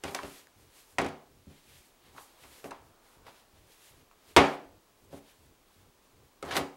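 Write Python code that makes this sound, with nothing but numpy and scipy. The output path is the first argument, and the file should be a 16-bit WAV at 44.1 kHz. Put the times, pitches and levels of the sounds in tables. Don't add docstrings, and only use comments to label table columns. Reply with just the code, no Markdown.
import sys
import numpy as np
from scipy import signal
from scipy.fft import rfft, irfft
from scipy.io import wavfile
from scipy.ndimage import uniform_filter1d

SR = 44100
rng = np.random.default_rng(int(sys.argv[2]) if len(sys.argv) > 2 else 0)


def ratio_of_db(decibels):
    return 10 ** (np.asarray(decibels, float) / 20)


def waveform_to_disk(signal):
    frames = np.transpose(np.atleast_2d(signal))
    scaled = np.clip(frames, -1, 1) * 32767
    samples = np.round(scaled).astype(np.int16)
    wavfile.write(sys.argv[1], SR, samples)


N = 298267

# (frequency [Hz], density [dB per Hz])
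HISS_SPECTRUM = [(12, -53.5), (20, -3), (82, -13), (169, -14.5), (416, -11.5), (465, -15), (888, -16.5),
                 (1050, -17), (1390, -21), (1600, -21.5), (3330, -23), (15200, -30), (16500, -23)]
# (frequency [Hz], density [dB per Hz])
RUMBLE_SPECTRUM = [(12, -42), (20, -15.5), (97, -3), (172, -16.5), (286, -16.5), (397, -17.5), (471, -17),
                   (535, -20.5), (600, -39.5), (780, -51), (1320, -120)]
# (frequency [Hz], rms level [dB])
WHINE = [(15719, -87), (15741, -85)]
HISS_DB, RUMBLE_DB = -64.5, -63.5
RUMBLE_PERIOD_S, RUMBLE_START_S, RUMBLE_LENGTH_S = 16384 / SR, 0.189, 0.138

# (time [s], level [dB])
KNEADING = [(.4, -68.5), (.8, -72), (1.2, -57), (1.5, -99), (1.9, -69), (2.4, -64), (2.799, -62.5),
            (3.299, -62.5), (3.55, -69), (4.1, -70), (4.35, -67.5), (4.901, -70.5), (5.2, -72),
            (5.45, -71.5), (5.68, -71), (5.86, -70), (6.25, -68), (6.76, -81.5)]
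# (time [s], hold [s], level [dB], airiness [dB])
SWISHES = [(0.251, 0.14, -53.5, 0.5), (.61, .01, -66.5, 2), (0.769, 0.036, -58.5, 1.5),
           (0.905, 0.021, -67, 6), (1.33, 0.048, -83, 8), (1.513, 0.077, -63.5, -3.5),
           (1.702, 0.081, -58, -1.5), (1.854, .03, -70.5, 5.5), (2.063, 0.015, -60, -8),
           (2.218, 0.011, -63.5, 9.5), (2.28, 0.025, -66.5, -7), (2.43, 0.014, -57, -1.5),
           (2.528, 0.07, -57.5, 1.5), (2.864, .01, -77, 8), (3.06, 0.09, -66, 0.5),
           (3.354, 0.043, -61, -2.5), (3.57, .01, -66.5, -3), (3.72, 0.012, -61.5, 0.5),
           (3.831, 0.062, -59, 1), (3.976, .04, -68, -2), (4.136, 0.011, -79, -8), (4.292, .02, -58, -1.5),
           (5.036, .01, -75, 7), (5.285, .025, -60, -3.5), (5.429, 0.036, -71.5, 3), (5.72, .1, -69.5, 0),
           (6.05, .05, -76, 4.5), (6.25, 0.0089, -72, 0.5)]
SWISH_RISE_DB_PER_S, SWISH_FALL_DB_PER_S, SWISH_DULL_DB = 172, 222.5, -13.5
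# (time [s],
# hold [s], level [dB], brightness [dB], airiness [dB])
DRAGS = [(0.055, 0.038, -57.5, 10, 4), (0.11, 0.059, -56.5, -10, 2), (0.195, .04, -68, -8, -20),
         (.25, 0.022, -51, -18, -38), (2.177, 0.015, -53, -2.5, -14), (2.653, 0.023, -59, -5, 3.5),
         (2.733, .04, -58, -21, -25), (3.271, 0.025, -53.5, -3, -11), (4.45, 0.1, -63.5, 0.5, 4),
         (5.126, 0.057, -60.5, -0.5, 0), (6.459, 0.038, -41, -11.5, -16), (6.524, 0.01, -45, 7.5, -16),
         (6.571, 0.0017, -22.5, -5, -9.5), (6.614, 0.062, -47, -12, -36)]
DRAG_RISE_DB_PER_S, DRAG_FALL_DB_PER_S = 641, 555

# (time [s], smack [dB], thud [dB], body [dB], sizzle [dB])
BLOWS = [
    (0.037, -23.5, -37, -28, -27),
    (0.1468, -22, -99.5, -33.5, -23),
    (0.233, -35, -39.5, -31.5, -41),
    (0.984, -12.5, -30, -23.5, -24.5),
    (1.468, -66, -37, -52, -66),
    (2.642, -34, -47, -30.5, -42),
    (4.3635, 1, -19, -6, -12.5),
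    (5.129, -48, -41, -33, -55),
    (6.426, -31, -46.5, -29.5, -36),
]
# (time [s], smack [dB], thud [dB], body [dB], sizzle [dB])
FLOPS = [(0.078, -31.5, -42.5, -44, -45), (0.11, -60, -73, -40, -46), (1.013, -37, -67, -24.5, -35.5),
         (1.044, -30, -35, -30, -41), (1.061, -37, -69, -50, -38.5), (1.085, -66, -42, -37.5, -44.5),
         (1.497, -61, -58, -53, -62), (2.138, -57.5, -56, -67, -65), (2.434, -44.5, -69, -56, -67),
         (2.707, -36, -81, -49, -42), (3.265, -44.5, -67, -59, -55.5), (5.1, -75, -67, -57, -75),
         (6.449, -47, -45, -73, -46), (6.485, -35.5, -49, -35, -51), (6.508, -25, -57, -57, -44),
         (6.52, -28, -41, -45, -39), (6.552, -24, -64, -42, -44), (6.564, -24, -48, -25, -48),
         (6.585, -39, -38.5, -27, -57), (6.609, -33.5, -64, -34.5, -61)]
# (time [s], smack [dB], thud [dB], body [dB], sizzle [dB])
SNAPS = [
    (.1492, -24.5, -70, -52, -14.5),
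    (.4705, -44, -80, -64, -43),
    (.2325, -25, -88, -62, -44),
    (4.113, -42, -75, -58, -60),
    (6.46, -50.5, -80, -70, -36),
    (6.515, -32, -80, -60, -25.5),
    (6.523, -30, -73, -64, -35),
    (6.567, -42, -80, -60, -6.5),
    (6.572, -18, -70, -31, -34),
]
# (frequency [Hz], level [dB])
SPLAT_COLOUR = [(30, -12.5), (80, 4.5), (130, -7), (200, -9.5), (300, 5), (500, 2), (1000, -2.5),
                (1600, -6), (2500, -4), (5000, -2.5), (9000, -4.5), (15000, -19)]
DIRECT_DB = [
    [-3.5],
    [-6.5],
    [-2],
    [0.5],
]
BLOW_CONTACT_S, CONTACT_FOLLOWS = 0.017, 0.23
FLOP_SWELL_S, SNAP_S = 0.0043, 0.0012

# (frequency [Hz], level [dB], t60 [s])
TABLETOP_MODES = [(81.66, -1.5, 0.19), (149.6, 0.5, 0.4), (177.5, -0.5, 0.3), (216, -2, 0.4),
                  (251.4, -6.5, 0.3), (280.4, -4.5, 0.47), (320, -17, 0.15), (373, -8, 0.4),
                  (403, -7, 0.44), (467.4, -16, .25), (480.5, -11, .25), (566, -5, 0.3), (654, -12, 0.33),
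                  (684, -9.5, 0.21), (781, -7, 0.51), (841, -7, 0.64), (933, -9.5, 0.21), (960, -13, 0.28)]
# (delay [s], level [dB])
ECHOES = [
    (.0052, -9),
    (0.0146, -7.5),
    (0.016, -15),
    (0.023, -12.5),
]
# (frequency [Hz], t60 [s])
ROOM_T60 = [(60, 0.16), (250, 0.63), (1000, 0.39), (3000, 0.37), (7000, 0.38), (14000, 0.32)]
# (frequency [Hz], level [dB])
ROOM_COLOUR = [(60, -10), (120, -11), (200, -12), (350, -16), (600, -4), (900, 0), (1500, 0), (2500, -2),
               (5000, -5), (9000, -9), (14000, -3)]
# (time [s], peak [dB], first pitch [Hz], settled pitch [Hz], t60 [s])
POPS = [(.1893, -30, 2200, 980, .055), (.4705, -49, 2200, 1300, .015), (2.1815, -36, 1700, 900, .028),
        (2.718, -33, 1500, 850, .035), (4.113, -48, 1500, 800, .008), (2.6432, -33, 600, 430, .03),
        (2.164, -46, 1500, 850, .03), (2.208, -47, 1000, 810, .04), (3.266, -47, 1300, 1060, .03),
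        (3.282, -44, 1100, 800, .03), (6.512, -32, 1800, 1650, .05), (2.15, -54, 900, 800, .06),
        (4.469, -44, 6800, 6600, .015), (3.700, -53, 520, 465, .05), (1.470, -44, 260, 220, .05),
        (6.427, -35, 1500, 1250, .06), (5.132, -40, 480, 410, .04)]


def rms_one(x):
    return x / np.sqrt(np.mean(x ** 2) + 1e-20)


def at_hz(points, hz):
    table_hz, values = np.array(points)[:, :2].T
    return np.interp(np.log(np.maximum(hz, 1)), np.log(table_hz), values)


def coloured(x, spectrum):
    gain = ratio_of_db(at_hz(spectrum, np.fft.rfftfreq(len(x), 1 / SR)))
    return irfft(rfft(x) * gain, len(x))


def band(x, low_hz, high_hz):
    sos = signal.butter(2, [low_hz, high_hz], "band", fs=SR, output="sos")
    return signal.sosfilt(sos, x + 1e-18) * np.sqrt(SR / 2 / (high_hz - low_hz))


def ring(x, hz, t60):
    r = ratio_of_db(-60 / (t60 * SR))
    w = 2 * np.pi * hz / SR
    return signal.lfilter([0, np.sin(w)], [1, -2 * r * np.cos(w), r * r], x + 1e-18)


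def recorder_noise():
    t = np.arange(N) / SR
    hiss = ratio_of_db(HISS_DB) * rms_one(coloured(rng.standard_normal(N), HISS_SPECTRUM))
    whine = sum(ratio_of_db(db) * np.sqrt(2) * np.sin(2 * np.pi * hz * t) for hz, db in WHINE)
    rumble = coloured(rng.standard_normal(N), RUMBLE_SPECTRUM)
    even_rumble = rumble / np.sqrt(uniform_filter1d(rumble ** 2, size=900))
    switched_on = (t - RUMBLE_START_S) % RUMBLE_PERIOD_S < RUMBLE_LENGTH_S
    gate = uniform_filter1d(1.0 * switched_on, size=300)
    return hiss + whine + gate * ratio_of_db(RUMBLE_DB) * even_rumble


def stroke(s, hold_s, rise_db_per_s, fall_db_per_s):
    t = np.arange(N) / SR - s
    rise_db = np.minimum(rise_db_per_s * t, 0)
    fall_db = fall_db_per_s * np.maximum(t - hold_s, 0)
    return ratio_of_db(np.maximum(rise_db - fall_db, -120))


def movement():
    out = np.zeros((3, N))
    out[0] = ratio_of_db(np.interp(np.arange(N) / SR, *np.transpose(KNEADING)))
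    for s, hold_s, db, airy_db in SWISHES:
        levels = ratio_of_db(db + np.array([[SWISH_DULL_DB], [0], [airy_db]]))
        out += levels * stroke(s, hold_s, SWISH_RISE_DB_PER_S, SWISH_FALL_DB_PER_S)
    for s, hold_s, db, bright_db, airy_db in DRAGS:
        levels = ratio_of_db(db + np.array([[0], [bright_db], [airy_db]]))
        out += levels * stroke(s, hold_s, DRAG_RISE_DB_PER_S, DRAG_FALL_DB_PER_S)
    return out


def rustle(grain_db, per_s):
    out, edges_hz = 0, [300, 1500, 5000, 14200]
    for strength, low_hz, high_hz in zip(movement(), edges_hz, edges_hz[1:]):
        strikes = rng.random(N) < per_s / SR
        heights = ratio_of_db(grain_db * np.minimum(rng.exponential(1, N), 4))
        grains = strikes * heights * rng.choice([-1, 1], N)
        friction = 0.18 * rms_one(grains) + rng.standard_normal(N)
        colour = band(band(friction, low_hz, high_hz), 0.4 * low_hz, min(0.99 * high_hz, 16000))
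        out = out + ratio_of_db(-4.5) * strength * rms_one(colour)
    return out


def contacts(rows, contact_s, swell):
    t = np.arange(4000) / SR
    grains = rng.standard_normal((len(rows), 4, len(t)))
    bursts, pushes = np.zeros((2, 4, N + len(t)))
    for (s, smack_db, thud_db, body_db, sizzle_db), lasts_s, noise in zip(rows, contact_s, grains):
        levels_db = np.array([[thud_db], [body_db], [smack_db], [sizzle_db]]) - 3.5
        decay_s = lasts_s * np.array([[1.5], [1.0], [0.8], [0.6]])
        front = np.e * t / decay_s if swell else 1 - np.exp(-t / 0.00011)
        shape = ratio_of_db(levels_db) * front * np.exp(-t / decay_s)
        at = round(s * SR)
        bursts[:, at:at + len(t)] += ratio_of_db(np.array(DIRECT_DB)) * shape * noise
        total_push = np.sqrt(np.sum(shape ** 2, axis=1))
        pushes[:, at + np.argmax(shape[1])] += total_push * [1, -1, 1, -1]
    return np.array([bursts, pushes])[..., :N]


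def blows():
    hardness_db = np.array(BLOWS)[:, 3]
    slaps = contacts(BLOWS, BLOW_CONTACT_S * ratio_of_db(CONTACT_FOLLOWS * hardness_db), swell=False)
    flops = contacts(FLOPS, np.full(len(FLOPS), FLOP_SWELL_S), swell=True)
    snaps = contacts(SNAPS, np.full(len(SNAPS), SNAP_S), swell=False)
    trains = slaps + flops + snaps
    edges_hz = [50, 200, 700, 2500, 15000]
    out = sum(band(trains[:, k], edges_hz[k], edges_hz[k + 1]) for k in range(4))
    colour = ratio_of_db(2 * at_hz(SPLAT_COLOUR, np.linspace(0, SR / 2, 1025)))
    taps = signal.minimum_phase(signal.firwin2(2049, np.linspace(0, 1, 1025), colour))
    return signal.fftconvolve(out, taps[None])[:, :N]


def tabletop(push):
    out = 0
    for k, (hz, db, t60) in enumerate(TABLETOP_MODES):
        out = out + ratio_of_db(db - 49.5) * ring(push, hz, min(t60, 0.38)) * (-1) ** k
    return out


def walls(x):
    dull = signal.lfilter([0.3], [1, -0.7], x)
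    return sum(ratio_of_db(db) * np.pad(dull, (round(s * SR), 0))[:N] for s, db in ECHOES)


def kitchen(x):
    t = np.arange(SR) / SR
    edges_hz = 40 * 2 ** np.arange(0, 9, 0.5)
    white = rng.standard_normal((2, SR))
    tail = 0
    for k, (low_hz, high_hz) in enumerate(zip(edges_hz, edges_hz[1:])):
        hz = np.sqrt(low_hz * high_hz)
        fade = ratio_of_db(at_hz(ROOM_COLOUR, hz) - 60 * t / at_hz(ROOM_T60, hz))
        tail = tail + fade * band(white[k % 2], low_hz, high_hz) * np.sqrt((high_hz - low_hz) / SR)
    tail = tail * (1 - np.exp(-t / 0.004))
    return signal.fftconvolve(x, tail)[:N]


def pops():
    t, out = np.arange(5000) / SR, np.zeros(N + 5000)
    glide_s = 0.0015
    for s, db, first_hz, hz, t60 in POPS:
        turns = hz * t + (first_hz - hz) * glide_s * (1 - np.exp(-t / glide_s))
        at = round(s * SR)
        out[at:at + len(t)] += ratio_of_db(db - 60 * t / t60) * np.sin(2 * np.pi * turns)
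    return out[:N]


def scene():
    splat, push = blows()
    air = pops()
    rub = rustle(grain_db=5.5, per_s=480.0)
    direct = splat + tabletop(push) + air + rub
    reflections = walls(splat + ratio_of_db(-6) * air)
    echo = ratio_of_db(-31) * kitchen(push + ratio_of_db(-4.0) * air)
    return (direct + reflections + echo)[None]


def band_limit(x):
    return signal.sosfilt(signal.butter(12, 17000, fs=SR, output="sos"), x)


def record(dry):
    overload = 0.39
    top_cut = signal.ellip(10, 0.3, 60, 15900, fs=SR, output="sos")
    sound, noise = signal.sosfilt(top_cut, [dry[0], recorder_noise()])
    flat = sound[None] / (1 + np.abs(sound[None] / overload) ** 8) ** (1 / 8)
    bass_cut = signal.butter(1, 18, "high", fs=SR, output="sos")
    mix = signal.sosfilt(bass_cut, flat) + noise
    return band_limit(mix)


dry = scene()
out = record(dry)
waveform_to_disk(out)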